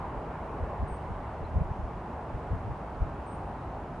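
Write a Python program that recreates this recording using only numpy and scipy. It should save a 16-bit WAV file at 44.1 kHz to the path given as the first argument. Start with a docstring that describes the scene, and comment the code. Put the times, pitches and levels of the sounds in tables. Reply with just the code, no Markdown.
"""Distant traffic and birds among trees

A steady rush of far-off tyres sits on the low rumble of distant traffic and a faint hiss of
leaves, while one vehicle draws away. Small eddies bump softly against the microphone. A songbird
gives two thin, high, two-voiced whistles and another chips faintly twice; both echo in the trees."""
import sys
import numpy as np
from scipy import signal
from scipy.fft import rfft, irfft, next_fast_len
from scipy.io import wavfile
from scipy.ndimage import uniform_filter1d, map_coordinates

SR = 44100
rng = np.random.default_rng(int(sys.argv[2]) if len(sys.argv) > 2 else 0)


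def wav_out(sig):
    """Save sig, one row per channel (or a flat mono array), as 16-bit PCM at SR to the path in sys.argv[1]."""
    wavfile.write(sys.argv[1], SR, np.round(np.clip(np.atleast_2d(sig).T, -1, 1) * 32767).astype(np.int16))


N = 176400

# fader rides for the road, the receding vehicle and the traffic rumble: t/s, level/dB
ROAD_FADER = [(0, -40), (.9, -41.5), (1.6, -42), (2.4, -41), (2.85, -41), (3.5, -40.5), (4, -41.5)]
VEHICLE_FADER = [(0, -44), (.9, -43), (1.6, -48), (2.6, -49), (4, -57)]
RUMBLE_FADER = [(0, -40.5), (1.7, -41.5), (2, -40.5), (2.5, -42.5), (3.4, -41), (4, -40.5)]
# EQ curves that colour each noise layer: f/Hz, relative level/dB
ROAD_EQ = [(60, -24), (150, -3.5), (240, -2), (380, -2.5), (510, -6), (630, -1.5), (720, -1), (830, 1),
           (940, -2.5), (1040, -5), (1300, -10), (2000, -22), (2700, -27), (3400, -37), (5000, -46),
           (11000, -71)]
VEHICLE_EQ = [(150, -18.5), (370, -8), (460, -0.5), (540, -3.5), (620, -3), (800, -8.5), (1000, -2),
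              (1250, -14.5), (2000, -21), (3400, -40), (8000, -77)]
RUMBLE_EQ = [(8, -22), (22, -21.5), (40, 0), (70, 1.5), (110, -2), (170, -6.5), (260, -16.5), (600, -38),
             (2000, -86)]
HISS_EQ = [(800, -6), (3000, 9), (4500, 4), (6500, 0.5), (8500, -2), (11000, -3)]
EDDY_EQ = [(12, -37), (35, 0.5), (60, -1), (88, 0), (130, -9.5), (200, -20), (320, -33.5), (900, -89)]
# stereo image of the noise layers: f/Hz, left-right coherence (1 is mono)
TRAFFIC_IMAGE = [(100, 1), (280, 0.99), (600, .96), (1000, 0.91), (2000, 0.67), (4000, 0.56)]
RUMBLE_IMAGE = [(30, 1), (70, 0.99), (150, 1)]
HISS_IMAGE = [(4000, 0.3), (8000, 0.38), (11000, 0.43)]
EDDY_IMAGE = [(50, 0.94), (200, 0.92)]
# eddies bumping the microphone: centre t/s, half-length/s, level/dB
EDDY_CUES = [(0.175, .03, -38), (0.61, 0.018, -44), (0.633, 0.052, -31.5), (0.804, 0.018, -28.5),
             (0.833, 0.027, -26.5), (0.924, 0.028, -36), (1.109, 0.034, -33), (1.433, 0.029, -31),
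             (1.573, 0.055, -22.5), (1.615, 0.017, -22), (1.647, .04, -33.5), (1.714, 0.026, -29.5),
             (1.798, 0.019, -31.5), (1.846, .035, -30.5), (2.35, 0.038, -32), (2.538, 0.06, -27.5),
             (2.688, 0.087, -32.5), (3.019, 0.026, -22), (3.048, .035, -32)]
# songbird whistles: start t/s, length/s, f/Hz, drift/(Hz/s), level/dB, relative lower voice level/dB
WHISTLE_CUES = [(0.868, .114, 8600, -300, -67.5, -11), (3.255, .12, 8600, 3400.5, -67.5, -15)]
# the other bird's chips: start t/s, length/s, start to top of arch t/s, top f/Hz, level/dB
CHIP_CUES = [(1.436, .034, .021, 4120, -66.5), (2.943, .02, -.008, 5150, -71)]


def amp(db):
    """Decibels to gain."""
    return 10 ** (np.asarray(db) / 20)


def unit(x):
    """Scale to rms 1."""
    return x / np.sqrt(np.mean(x ** 2) + 1e-20)


def along(points, hz):
    """Read (f/Hz, value) points on a log frequency axis."""
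    f, v = np.transpose(points)
    return np.interp(np.log(hz + 1), np.log(f + 1), v)


def clock():
    """The time of each sample in seconds."""
    return np.arange(N) / SR


def fader(points):
    """Join (t/s, level/dB) points with straight ramps."""
    return np.interp(clock(), *np.transpose(points))


def wobble(rate):
    """Smooth random modulation, rate knots a second."""
    return map_coordinates(rng.standard_normal(2048), [clock() * rate], mode="wrap")


def filtered(x, response):
    """Filter x by a response given as a function of f/Hz."""
    size = next_fast_len(N + SR // 2)
    return irfft(rfft(x, size) * response(np.fft.rfftfreq(size, 1 / SR)), size)[..., :N]


def rush(eq, image, patchy_db):
    """Coloured stereo noise of rms 1, its gain mottled across time and frequency."""
    spectra = signal.stft(rng.standard_normal((2, N)), nperseg=512)[2]
    patches = uniform_filter1d(rng.standard_normal(spectra.shape[1:]), size=4, axis=0)
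    patches = uniform_filter1d(patches, size=18, axis=1)
    noise = signal.istft(spectra * amp(patchy_db * unit(patches)), nperseg=512)[1][:, :N]

    def mid_side_eq(hz):
        width = np.arccos(np.clip(along(image, hz), -1, 1)) / 2
        return amp(along(eq, hz)) * [np.cos(width), np.sin(width)]

    mid, side = filtered(noise, mid_side_eq)
    return unit(np.array([mid + side, mid - side]))


def tone(hz):
    """A sine of rms 1 that follows a pitch curve."""
    return np.sqrt(2) * np.sin(2 * np.pi * np.cumsum(hz) / SR)


def gate(t, length, edge_s):
    """Soft attack, hold and soft release."""
    return np.sin(np.pi / 2 * np.clip(np.minimum(t, length - t) / edge_s, 0, 1)) ** 2


def traffic():
    """A bed of far tyre noise and one vehicle drawing away, a touch right of centre."""
    road = amp(fader(ROAD_FADER) + 0.05 * wobble(7.86)) * rush(ROAD_EQ, TRAFFIC_IMAGE, patchy_db=.5)
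    vehicle = amp(fader(VEHICLE_FADER)) * rush(VEHICLE_EQ, TRAFFIC_IMAGE, patchy_db=2.5)
    return amp([[-.2], [.2]]) * (road + vehicle)


def rumble_and_leaves():
    """The low, near-mono rumble of distant traffic under a faint, even hiss of leaves and air."""
    rumble = amp(fader(RUMBLE_FADER) + 0.2 * wobble(9)) * rush(RUMBLE_EQ, RUMBLE_IMAGE, patchy_db=1)
    hiss = amp(-69.5) * rush(HISS_EQ, HISS_IMAGE, patchy_db=0.9)
    return rumble + hiss


def eddies():
    """Soft bumps: swells of low turbulence, each in a weak wake, sweep across the two mic ports."""
    plain_db, db_per_octave = -29, 21  # an eddy stronger than plain_db is faster, so pitched up
    wake_db, wake_decay_s = -16.5, 0.093
    port_lag_s = 0.00081  # the right port is hit first
    turbulence = rush(EDDY_EQ, EDDY_IMAGE, patchy_db=1)
    t, out, wake = clock(), np.zeros((2, N)), np.zeros(N)
    for centre, half_length, db in EDDY_CUES:
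        offset = t - centre
        near = np.abs(offset) < half_length
        swell = np.cos(np.pi / 2 * offset[near] / half_length) ** 4
        speed = 2 ** ((db - plain_db) / db_per_octave)
        swirl = np.array([np.interp(centre + speed * offset[near], t, port) for port in turbulence])
        out[:, near] += amp(db) * unit(swirl * swell) * np.sqrt(np.mean(swell ** 2))
        wake = np.maximum(wake, amp(db + wake_db) * np.exp(-np.abs(offset) / wake_decay_s))
    out += wake * rush(EDDY_EQ, EDDY_IMAGE, patchy_db=1)
    return filtered(out, lambda hz: np.exp(-1j * np.pi * hz * port_lag_s * np.array([[1], [-1]])))


def whistles():
    """Thin notes that scoop down and flick up; the bird's second voice runs just below the first."""
    scoop_hz, scoop_s, flick_hz, flick_s = 1290, .011, 1420, .0095
    waver_hz, flutter_db, lower_ratio = 35, 2, .912
    out = np.zeros(N)
    for start, length, hz, drift, db, lower_db in WHISTLE_CUES:
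        t = np.clip(clock() - start, 0, length)
        scoop = scoop_hz * np.exp(-t / scoop_s)
        flick = flick_hz * np.exp((t - length) / flick_s)
        pitch = hz + drift * (t - length / 2) + scoop + flick + waver_hz * wobble(250)
        voices = tone(pitch) + amp(lower_db) * tone(lower_ratio * pitch)
        out += amp(db + flutter_db * wobble(110)) * gate(t, length, edge_s=0.023) * voices
    return out


def tree_echo(x, t60_s=1.05, predelay_s=.012):
    """Trunks and leaves scatter a soft reverb tail, different on each side."""
    t = np.arange(SR) / SR
    tail = rng.standard_normal((2, SR)) * amp(-60 * t / t60_s) * (t > predelay_s)
    return signal.fftconvolve(x[None], tail / np.linalg.norm(tail[0]), axes=1)[:, :N]


def chips(bend_hz_per_s2=2600000):
    """Tiny bird notes, each a slice of an arch in pitch."""
    out = np.zeros(N)
    for start, length, top_s, top_hz, db in CHIP_CUES:
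        t = np.clip(clock() - start, 0, length)
        pitch = top_hz - bend_hz_per_s2 * (t - top_s) ** 2
        out += amp(db) * gate(t, length, edge_s=length / 2) * tone(pitch)
    return out


def scene():
    """The mix: traffic, leaves and mic bumps, with the birds slightly right and echoing in the trees."""
    birds = whistles() + chips()
    bed = traffic() + rumble_and_leaves() + eddies()
    return bed + birds * amp([[-.7], [.7]]) + amp(-8) * tree_echo(birds)


def record(dry, top_hz=11050):
    """A brick-wall high cut on the whole mix."""
    return filtered(dry, lambda hz: hz < top_hz)


dry = scene()
out = record(dry)
wav_out(out)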